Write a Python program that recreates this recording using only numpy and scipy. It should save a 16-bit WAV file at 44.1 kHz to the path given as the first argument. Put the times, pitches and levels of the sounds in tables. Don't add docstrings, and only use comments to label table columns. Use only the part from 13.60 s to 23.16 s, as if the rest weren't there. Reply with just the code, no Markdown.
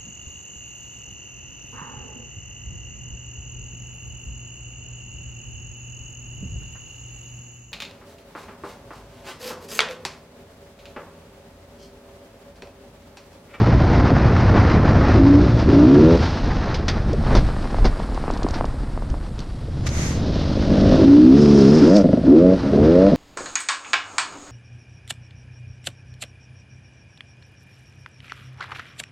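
import sys
import numpy as np
from scipy import signal
from scipy.fft import rfft, irfft, next_fast_len
from scipy.io import wavfile
from scipy.ndimage import uniform_filter1d, minimum_filter1d, map_coordinates

SR = 44100
rng = np.random.default_rng(int(sys.argv[2]) if len(sys.argv) > 2 else 0)


def unload_audio(sound):
    columns = np.transpose(np.atleast_2d(sound))
    steps = np.round(np.clip(columns, -1, 1) * 32767)
    wavfile.write(sys.argv[1], SR, steps.astype(np.int16))


N = 421594

# time_s, firing_rate_hz, level_db
COASTING = [(0, 57, -24), (2.0, 53.3, -23), (2.62, 80.4, -29.5), (3.1, 52.5, -38), (4.9, 34.9, -34),
            (5.9, 25, -45.5), (6.5, 44.5, -30.5), (7.0, 50, -25), (7.28, 49.8, -19), (8.6, 45.4, -23.5),
            (9.05, 74.4, -24)]
# pitch_hz, half_width_hz, gain_db
AIRBOX_MODES = [(282, 34.7, 6.5), (216, 41, -9), (337, 40, -9)]
# start_s, end_s, honk_end_s, swell_s, growl_db, honk_over_growl_db, bark_db, rasp_db
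TWISTS = [(1.55, 1.859, 1.805, .055, -15.3, 9.5, -24, -41), (2.071, 2.573, 2.46, .06, -13, 6.5, -19, -31.5),
          (7.38, 8.2, 7.745, 0.086, -11.5, 9, -24.5, -40), (8.2, 8.426, 8.26, .01, -12.5, 5.5, -21, -33),
          (8.659, 8.954, 8.79, .01, -12.5, 10.5, -19.5, -41), (9.12, 9.501, 9.36, .06, -15, 0, -17.5, -40)]


def amp(db):
    return 10 ** (np.asarray(db) / 20)


def unit(x):
    return x / np.sqrt(np.mean(x ** 2) + 1e-20)


def gain_at(spectrum, hz):
    knots_hz, db = np.transpose(spectrum)
    return amp(np.interp(np.log(hz + 1), np.log(knots_hz + 1), db))


def curves(rows):
    times, *columns = np.transpose(rows)
    return [np.interp(np.arange(N) / SR, times, column) for column in columns]


def wobble(knots_per_s):
    knots = rng.standard_normal(int(N * knots_per_s / SR) + 4)
    return map_coordinates(knots, [np.arange(N) * knots_per_s / SR])


def step(seconds, width_s):
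    return (1 + np.tanh(seconds / (2 * width_s))) / 2


def swells(rows, base=0):
    t = np.arange(N) / SR
    power = sum((amp(db) * np.exp(-((t - s) / half) ** 2)) ** 2 for s, half, db in rows)
    return np.sqrt(base ** 2 + power)


def decays(onsets, t60_s, attack_s=.0004):
    t, envelope = np.arange(SR // 2) / SR, np.zeros(N + SR)
    for s, db in onsets:
        envelope[round(s * SR):][:len(t)] += amp(db - 60 * t / t60_s) * (1 - np.exp(-t / attack_s))
    return envelope[:N]


def spikes(times, sizes):
    return np.bincount(np.clip(np.round(np.asarray(times) * SR).astype(int), 0, N), sizes, N + 1)[:N]


def filtered(x, response):
    size = next_fast_len(N + SR // 2)
    return irfft(rfft(x, size) * response(np.fft.rfftfreq(size, 1 / SR)), size)[..., :N]


def noise(spectrum, shape=N):
    return unit(filtered(rng.standard_normal(shape), lambda hz: gain_at(spectrum, hz)))


def through(x, spectrum, size=4096):
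    cepstrum = irfft(np.log(gain_at(spectrum, np.fft.rfftfreq(size, 1 / SR))))
    cepstrum[1:size // 2] *= 2
    cepstrum[size // 2 + 1:] = 0
    response = irfft(np.exp(rfft(cepstrum)))
    return signal.fftconvolve(x, response / np.abs(response).max())[:N]


def ring(x, modes):
    def band(hz, centre, width):
        return (1j * hz * width / (centre ** 2 - hz ** 2 + 1j * hz * width)) ** 2
    return filtered(x, lambda hz: sum(amp(db) * band(hz, pitch, 2 * half) for pitch, half, db in modes))


def steady(x, size=2400):
    power = np.abs(uniform_filter1d(uniform_filter1d(x ** 2, size), size // 2))
    return x / np.sqrt(power + 1e-4 * power.mean())


def tyre_work():
    effort = [(0.0, -28), (1.52, -26.5), (1.63, -32), (2.85, -34.5), (3.12, -32.5), (3.24, -40),
              (3.36, -36), (3.56, -40.5), (3.91, -40.5), (4.82, -40), (5.22, -45.5), (6.07, -50.5),
              (6.39, -44.5), (7.32, -34.5), (7.59, -39), (8.2, -33.5), (8.49, -43.5), (9.35, -35),
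              (9.56, -37)]
    digs = [(.96, .06, -29), (1.24, .05, -32), (2.62, .12, -32), (3.73, .06, -29), (4.97, 0.031, -35),
            (7.34, .09, -37.5)]
    return swells(digs, amp(curves(effort)[0]))


def wind(buffet_db=1, roar_db=3.5, rush_db=3.5, tyre_share=.56):
    # time_s, level_db
    airflow = [(0, -20), (1.5, -19), (2.6, -22), (2.76, -31), (3.6, -25.5), (4.05, -34), (4.55, -38),
               (4.9, -33.5), (5.9, -38), (6.22, -27), (7.2, -26.5), (7.6, -31), (8.6, -33.5), (9.56, -32)]
    buffeting = [(0, -27.5), (1.4, -27), (2.4, -35), (3.5, -25), (5.3, -26.5), (6.05, -34), (7.1, -26.5),
                 (7.6, -37), (9.56, -41)]
    gusts = [(2.901, 0.081, -20, -28.5), (3.77, .11, -15, -23.5), (4.249, .07, -13.5, -25.5),
             (5.52, .04, -21, -34), (7.3, .11, -24, -22.5), (9.24, .06, -41, -22)]
    # frequency_hz, level_db
    buffet_spectrum = [(10, -12.5), (22, 0), (35, 0), (52, -3), (75, -15), (300, -110)]
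    roar_spectrum = [(30, -32.5), (52, -7.5), (65, 2.5), (85, 1.5), (115, -2), (145, -3), (190, -14.5),
                     (900, -110)]
    rush_spectrum = [(90, -36.5), (150, -3.5), (210, 0), (310, -5), (450, -8.5), (700, -13), (1000, -31),
                     (5000, -110)]
    air = swells([(s, half, flow) for s, half, _, flow in gusts], amp(curves(airflow)[0]))
    depth = swells([(s, half, deep) for s, half, deep, _ in gusts], amp(curves(buffeting)[0]))
    roar = air * steady(noise(roar_spectrum), size=5000)
    eddies = unit(amp(2.4 * wobble(45)) * noise(rush_spectrum))
    rush = air ** (1 - tyre_share) * tyre_work() ** tyre_share * eddies
    buffet = depth * steady(noise(buffet_spectrum), size=7000)
    return amp(buffet_db) * buffet + amp(roar_db) * roar + amp(rush_db) * rush


def snow(crunch_db=1.5, spray_db=.5, powder_db=-1, grain_db=-9, spray_growth=.7, powder_growth=.3):
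    ground = [(1.4, -22, -59.5), (2.62, -14.5, -53), (3.15, -21.5, -60), (3.8, -19.5, -45), (5.3, -23, -47),
              (6.0, -19, -47), (6.7, -12, -53.5), (8.1, -13.5, -46.5), (8.6, -18, -51.5),
              (9.56, -17.5, -51)]
    # frequency_hz, level_db
    crunch_spectrum = [(400, -14), (750, 2.5), (1000, 1), (1400, -1.5), (1900, -6), (2600, -14),
                       (3600, -30), (12000, -87)]
    spray_spectrum = [(1500, -21.5), (2600, -1.5), (4100, 1), (5100, -0.5), (5900, -6), (6600, -13),
                      (7600, -25), (14000, -68.5)]
    powder_spectrum = [(5000, -25), (6800, 2.5), (8500, 3), (10500, -2), (12000, -10.5), (15000, -32)]
    work = tyre_work()
    spray_level, powder_level = curves(ground)
    spurts_db = 1.38 * wobble(28) + 1.01 * wobble(170)
    when, rank = rng.random((1500, 2)).T
    grains = spikes(when * N / SR, amp(-4.5 * np.log(rank + .012)) * rng.choice([-1, 1], len(when)))

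    def grainy(spectrum, flutter_db, grains_db):
        hiss = amp(flutter_db) * noise(spectrum)
        return unit(hiss + amp(grains_db) * unit(through(grains, spectrum)))

    crunch = work * grainy(crunch_spectrum, spurts_db + wobble(60), grain_db)
    spray = work ** spray_growth * grainy(spray_spectrum, spurts_db, grain_db - 4)
    powder = work ** powder_growth * noise(powder_spectrum)
    return (amp(crunch_db) * crunch + amp(spray_level + spray_db) * spray
            + amp(powder_level + powder_db) * powder)


def firing_rate():
    runs = [
        [(.12, 59), (.22, 64), (.55, 64), (.65, 61.5), (.8, 62), (.88, 49.5), (1.12, 56), (1.32, 51),
         (1.5, 49.5)],
        [(1.55, 54), (1.634, 55), (1.86, 60.5)],
        [(2.08, 53.2), (2.194, 58.2), (2.386, 75.6), (2.502, 84.0), (2.572, 84)],
        [(7.32, 53.0), (7.484, 55.6), (7.694, 65.3), (7.784, 74), (7.944, 71.3), (8.02, 67), (8.068, 69),
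         (8.17, 81.5)],
        [(8.21, 68.9), (8.22, 68.7), (8.356, 106), (8.42, 93)],
        [(8.668, 63.6), (8.748, 78.3), (8.83, 90.3), (8.955, 95)],
        [(9.125, 68.6), (9.189, 71), (9.295, 83), (9.471, 100), (9.56, 99)],
    ]
    points = [tuple(point) for run in runs for point in run] + [(s, hz) for s, hz, _ in COASTING]
    return curves(sorted(points))[0]


def exhaust_drone(drone_db=-2.5, waver_db=1.5):
    orders = [(0, -30, -15), (.14, -28, -14.5), (.26, -15.5, -21), (.36, -17, -27), (.55, -17, -25),
              (.66, -23, -16.5), (1.0, -26, -21), (1.33, -27, -14), (1.7, -26, -16.5), (2.0, -29, -21.5),
              (2.3, -26, -17), (2.55, -22.5, -27), (2.66, -20.5, -40), (2.9, -70, -81)]
    cycles = np.cumsum(firing_rate()) / SR
    return sum(amp(db + drone_db + waver_db * wobble(20)) * unit(np.sin(2 * np.pi * order * cycles))
               for order, db in enumerate(curves(orders), 1))


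def firings(rate, scatter_db, jitter_s_per_db):
    at = np.flatnonzero(np.diff(np.floor(np.cumsum(rate) / SR)))
    size_db, lateness = rng.standard_normal((len(at), 2)).T * scatter_db[at]
    return at / SR + jitter_s_per_db * lateness, amp(size_db)


def throttle_open():
    t = np.arange(N) / SR
    is_open = np.any([(t >= start) & (t <= end) for start, end, *_ in TWISTS], axis=0)
    return uniform_filter1d(1. * is_open, size=500)


def overrun(pop_db=-1, pop_scatter_db=2, pop_bark_db=-7, pop_honk_db=-3, under_throttle_db=-1.5):
    # frequency_hz, level_db
    thump = [(30, -50.5), (75, -24.5), (165, -1), (215, 1), (290, 0.5), (365, -5), (420, -20.5),
             (600, -47.5), (1200, -110)]
    bark = [(150, -55.5), (330, -27.5), (430, 3), (520, 3.5), (640, 1.5), (700, -3.5), (770, -48),
            (1400, -45.5), (2200, -40), (6000, -110)]
    hard_runs = [(6.617, 3, .04, -14.5), (6.757, 1, .02, -10.5), (6.969, 1, .02, -9),
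                 (7.037, 3, .0215, -11.5), (7.098, 7, .0202, -6), (7.238, 5, .0205, -4),
                 (7.339, 6, .0189, -4), (8.442, 2, .0115, -1.5), (8.49, 3, .0415, -1.5),
                 (8.637, 1, .02, -4), (9.035, 6, .0145, -12), (9.518, 2, .012, -1.5)]
    level_db = curves(COASTING)[1] + under_throttle_db * throttle_open()
    pulses = spikes(*firings(firing_rate(), scatter_db=np.full(N, 3.5), jitter_s_per_db=.0002))
    burble = steady(through(pulses, thump) + .35 * through(pulses, bark))
    when, size_db = np.transpose([(s + k * gap, db) for s, count, gap, db in hard_runs
                                  for k in range(round(count))])
    pops = spikes(when, amp(size_db + pop_db + pop_scatter_db * rng.standard_normal(len(when))))
    honk = ring(pops, AIRBOX_MODES)
    honk *= amp(pop_honk_db) * pops.max() / np.abs(honk).max()
    return amp(level_db) * burble + through(pops, thump) + amp(pop_bark_db) * through(pops, bark) + honk


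def throttle_levels(rate):
    swell_db, honk_swell_db, release_s, release_db = 4, 16.5, .025, 4
    opening_s, open_honk_db, honk_lift_db = .016, -8.5, 5.5
    cruise_hz, bark_db_per_octave, bark_dip_db = 75.4, 15, 3.5
    even_db, ragged_db = 1, 2.2
    t, rows = np.arange(N) / SR, np.array(TWISTS)
    nearest = np.searchsorted((rows[1:, 0] + rows[:-1, 1]) / 2, t)
    start, end, honk_end, swell_s, growl, honk, bark, rasp = rows[nearest].T
    catching = np.exp(-np.abs(t - start) / swell_s)
    shutting = np.exp(-np.abs(end - t) / release_s)
    edges = catching + shutting
    honk = open_honk_db + (honk - honk_swell_db * catching - open_honk_db) * step(honk_end - t, opening_s)
    honk_share = amp(honk) ** 2 / (1 + amp(honk) ** 2)
    growl = growl + honk_lift_db * honk_share - swell_db * catching - release_db * shutting
    bark = bark + bark_db_per_octave * np.log2(rate / cruise_hz)
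    bark = bark - bark_dip_db * honk_share - release_db * edges
    rasp = rasp - release_db * edges
    scatter = even_db + ragged_db * edges
    return uniform_filter1d(np.array([growl, honk, bark, rasp, scatter]), size=500, axis=1)


def pulsed_noise(rate, sharpness=1.6):
    return unit(rng.standard_normal(N) * np.exp(sharpness * np.cos(2 * np.pi * np.cumsum(rate) / SR)))


def airbox_honk(drive, rate, rise_ratio=1.214, rise_between_hz=(66.7, 80.2)):
    rise = np.interp(rate, rise_between_hz, [0, 1])
    lower = steady(ring(drive, AIRBOX_MODES))
    higher = steady(ring(drive, [(hz * rise_ratio, half, db) for hz, half, db in AIRBOX_MODES]))
    return steady((1 - rise) * lower + rise * higher)


def case_rasp(pulses, rate, t60_s=.029, noise_db=-12):
    cases = [(500, -35.5), (680, 0.5), (820, -1), (960, -0.5), (1150, -10.5), (1400, -6), (1650, -15),
             (1900, -10.5), (2200, -16.5), (2500, -13), (3200, -24.5), (7000, -60.5)]
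    t = np.arange(SR // 20) / SR
    burst = rng.standard_normal(len(t)) * amp(-60 * t / t60_s)
    shaking = unit(signal.fftconvolve(pulses, burst)[:N])
    return through(shaking + amp(noise_db) * pulsed_noise(rate), cases)


def engine(growl_db=.14, turbulence_db=-13.5, split_hz=412, duct_delay_s=.0016, linger_s=.01503):
    body = [(30, -35.5), (80, -15), (150, -4.5), (210, 4), (300, -1), (385, 3.5), (470, -1), (640, -5),
            (720, -13.5), (800, -25), (1400, -46), (2200, -59.5), (4000, -72), (9000, -115)]
    stumbles = [(1.86, .04, -5), (2.09, .06, -3.5), (7.47, 0.054, -6), (7.97, .02, -2), (8.2, .03, -5),
                (9.16, .07, -1.5)]
    stroke_cycles, closing_gain = 1 / 4, .75

    def disperse(x, delay_s):
        return filtered(x, lambda hz: np.exp(-2j * np.pi * delay_s * split_hz * np.tanh(hz / split_hz)))

    def low_pass(x):
        return filtered(x, lambda hz: 1 / (1 + (hz / split_hz) ** 20))

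    rate = firing_rate()
    growl_level, honk_level, bark_level, rasp_level, scatter_db = throttle_levels(rate)
    when, size = firings(rate, scatter_db, jitter_s_per_db=.00004)
    opens = spikes(when, size)
    shuts = spikes(when + stroke_cycles / np.interp(when * SR, np.arange(N), rate), size)
    turbulence = swells(stumbles, amp(turbulence_db)) * pulsed_noise(rate)
    gulps = disperse(unit(opens - closing_gain * shuts) + turbulence, duct_delay_s)
    pipe = steady(through(gulps, body))
    honk = amp(honk_level) * airbox_honk(unit(opens) + turbulence, rate)
    growl = disperse(low_pass(pipe + honk), linger_s)
    bark = disperse(pipe - low_pass(pipe), linger_s)
    layers = [(growl_level + growl_db, growl), (bark_level, bark), (rasp_level, case_rasp(opens, rate))]
    return throttle_open() * sum(amp(db) * steady(x, size=1600) for db, x in layers)


def knocks_and_click(clack_db=-4, thud_db=-6):
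    onsets = [(3.143, -22.5, 4), (3.2814, -14.5, 3), (3.7503, -19, 12.5), (3.7687, -27.5, 10),
              (4.2445, -26, 16), (4.2515, -24.5, 13), (4.94, -28, -2), (6.266, -25.5, -3)]
    # frequency_hz, level_db
    clack_spectrum = [(600, -24), (1200, -3), (1900, 0), (2700, -5.5), (5000, -2.5), (6000, -10),
                      (7300, -24.5), (11000, -40), (16000, -61.5)]
    thud_spectrum = [(60, -14), (160, 8), (400, 4), (900, -2), (1500, -10.5), (3000, -31), (9000, -100)]
    clacks = decays([(s, db + clack_db) for s, db, _ in onsets], t60_s=.12)
    thuds = decays([(s, db + extra + thud_db) for s, db, extra in onsets], t60_s=.11)
    return clacks * noise(clack_spectrum) + thuds * noise(thud_spectrum)


def whine(centre_hz=8580, half_width_hz=110):
    strength = [(3.2, -90), (3.6, -67), (5.6, -69), (6.2, -85)]
    tone = filtered(rng.standard_normal(N), lambda hz: 1 / (1 + ((hz - centre_hz) / half_width_hz) ** 2))
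    return amp(curves(strength)[0]) * unit(tone)


def hollow_thumps(waver=.17, gain_db=-4):
    thumps = [(3.365, 0.021, 250, -22), (3.511, .014, 320, -17), (3.54, .011, 469, -13),
              (3.595, .025, 235, -16), (4.732, 0.014, 300, -23), (4.85, .009, 290.4, -12)]
    sound = np.zeros(N)
    for s, half, hz, db in thumps:
        cycles = np.cumsum(hz * (1 + waver * wobble(260))) / SR
        sound += swells([(s, half, db + gain_db)]) * np.sin(2 * np.pi * cycles)
    return sound


def ticks(gain_db=-3):
    onsets = [(3.5305, -27.5), (4.5452, -33), (4.7095, -30), (4.7368, -32), (4.7737, -30), (4.8312, -26),
              (4.8865, -28), (4.9073, -27), (5.053, -30), (5.5011, -35), (5.7906, -27.5), (5.803, -31),
              (6.2894, -23), (8.3666, -16.5)]
    spectrum = [(800, -24), (2500, -8), (4600, 1.5), (6600, -5), (8000, -16.5), (14000, -40)]
    return decays([(s, db + gain_db) for s, db in onsets], t60_s=.022) * noise(spectrum)


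def helmet_taps(lump_db=3, crumb_db=-30, spread_db=4, crumb_count=70, from_s=3.6, length_s=1.5):
    lumps = [(3.665, -19), (3.709, -15.5), (3.889, -19.5), (4.145, -15.5), (4.186, -18.5), (4.401, -18.5),
             (4.49, -24), (4.577, -18.5), (4.64, -19), (4.68, -16), (4.703, -13.5), (4.765, -21),
             (4.824, -20), (4.866, -16.5), (4.886, -21), (4.937, -22), (5.01, -11), (5.044, -14),
             (5.376, -20), (5.423, -24.5), (5.542, -23)]
    shell = [(100, -17.5), (350, 2), (700, 4.5), (1100, 0), (1600, -14), (3000, -28), (14000, -72)]
    lump_s, level_db = np.transpose(lumps)
    when, rank = rng.random((crumb_count, 2)).T
    crumbs = spikes(from_s + length_s * when, amp(crumb_db - spread_db * np.log(rank + .05)))
    return through(spikes(lump_s, amp(level_db + lump_db)) + crumbs, shell)


def swish():
    surges = [(6.272, 0.0089, -28.5), (6.43, 0.12, -31)]
    spectrum = [(700, -9), (1200, -6), (2060, -1.5), (3000, -10.5), (5000, -9.5), (6500, -1.5), (8000, -15),
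                (12500, -24), (14500, -47)]
    return swells(surges) * noise(spectrum, shape=(2, N))


def forest_echo(x, from_s=6.5, t60_s=.33, echo_db=-15):
    t = np.arange(SR // 2) / SR
    tail = rng.standard_normal(len(t)) * amp(-60 * t / t60_s)
    on_track = x * (np.arange(N) > from_s * SR)
    return x + amp(echo_db) * signal.fftconvolve(on_track, tail / np.linalg.norm(tail))[:N]


def wheelspin(from_s=7.76, to_s=8.41, edge_s=.012, spin_db=-38.5):
    scrape = [(8.368, 0.021, -27.5)]
    t = np.arange(N) / SR
    spin = amp(spin_db) * step(t - from_s, edge_s) * step(to_s - t, edge_s)
    hiss = noise([(2500, -43), (4300, -9), (5100, 1.5), (6000, -7), (7500, -19.5), (14000, -53.5)])
    return swells(scrape, spin) * unit(amp(2 * wobble(90)) * hiss)


def scene():
    motor = forest_echo(engine() + overrun()) + exhaust_drone()
    riding = whine() + wind() + snow() + wheelspin()
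    transients = knocks_and_click() + ticks() + hollow_thumps() + helmet_taps()
    return motor + riding + transients + swish()


def record(dry, ceiling=.87, smoothing_samples=300, top_hz=15800):
    needed_gain = np.minimum(1, ceiling / (np.abs(dry).max(axis=0) + 1e-9))
    gain = uniform_filter1d(minimum_filter1d(needed_gain, 2 * smoothing_samples), smoothing_samples)
    return filtered(dry * gain, lambda hz: hz < top_hz)


dry = scene()
out = record(dry)
unload_audio(out)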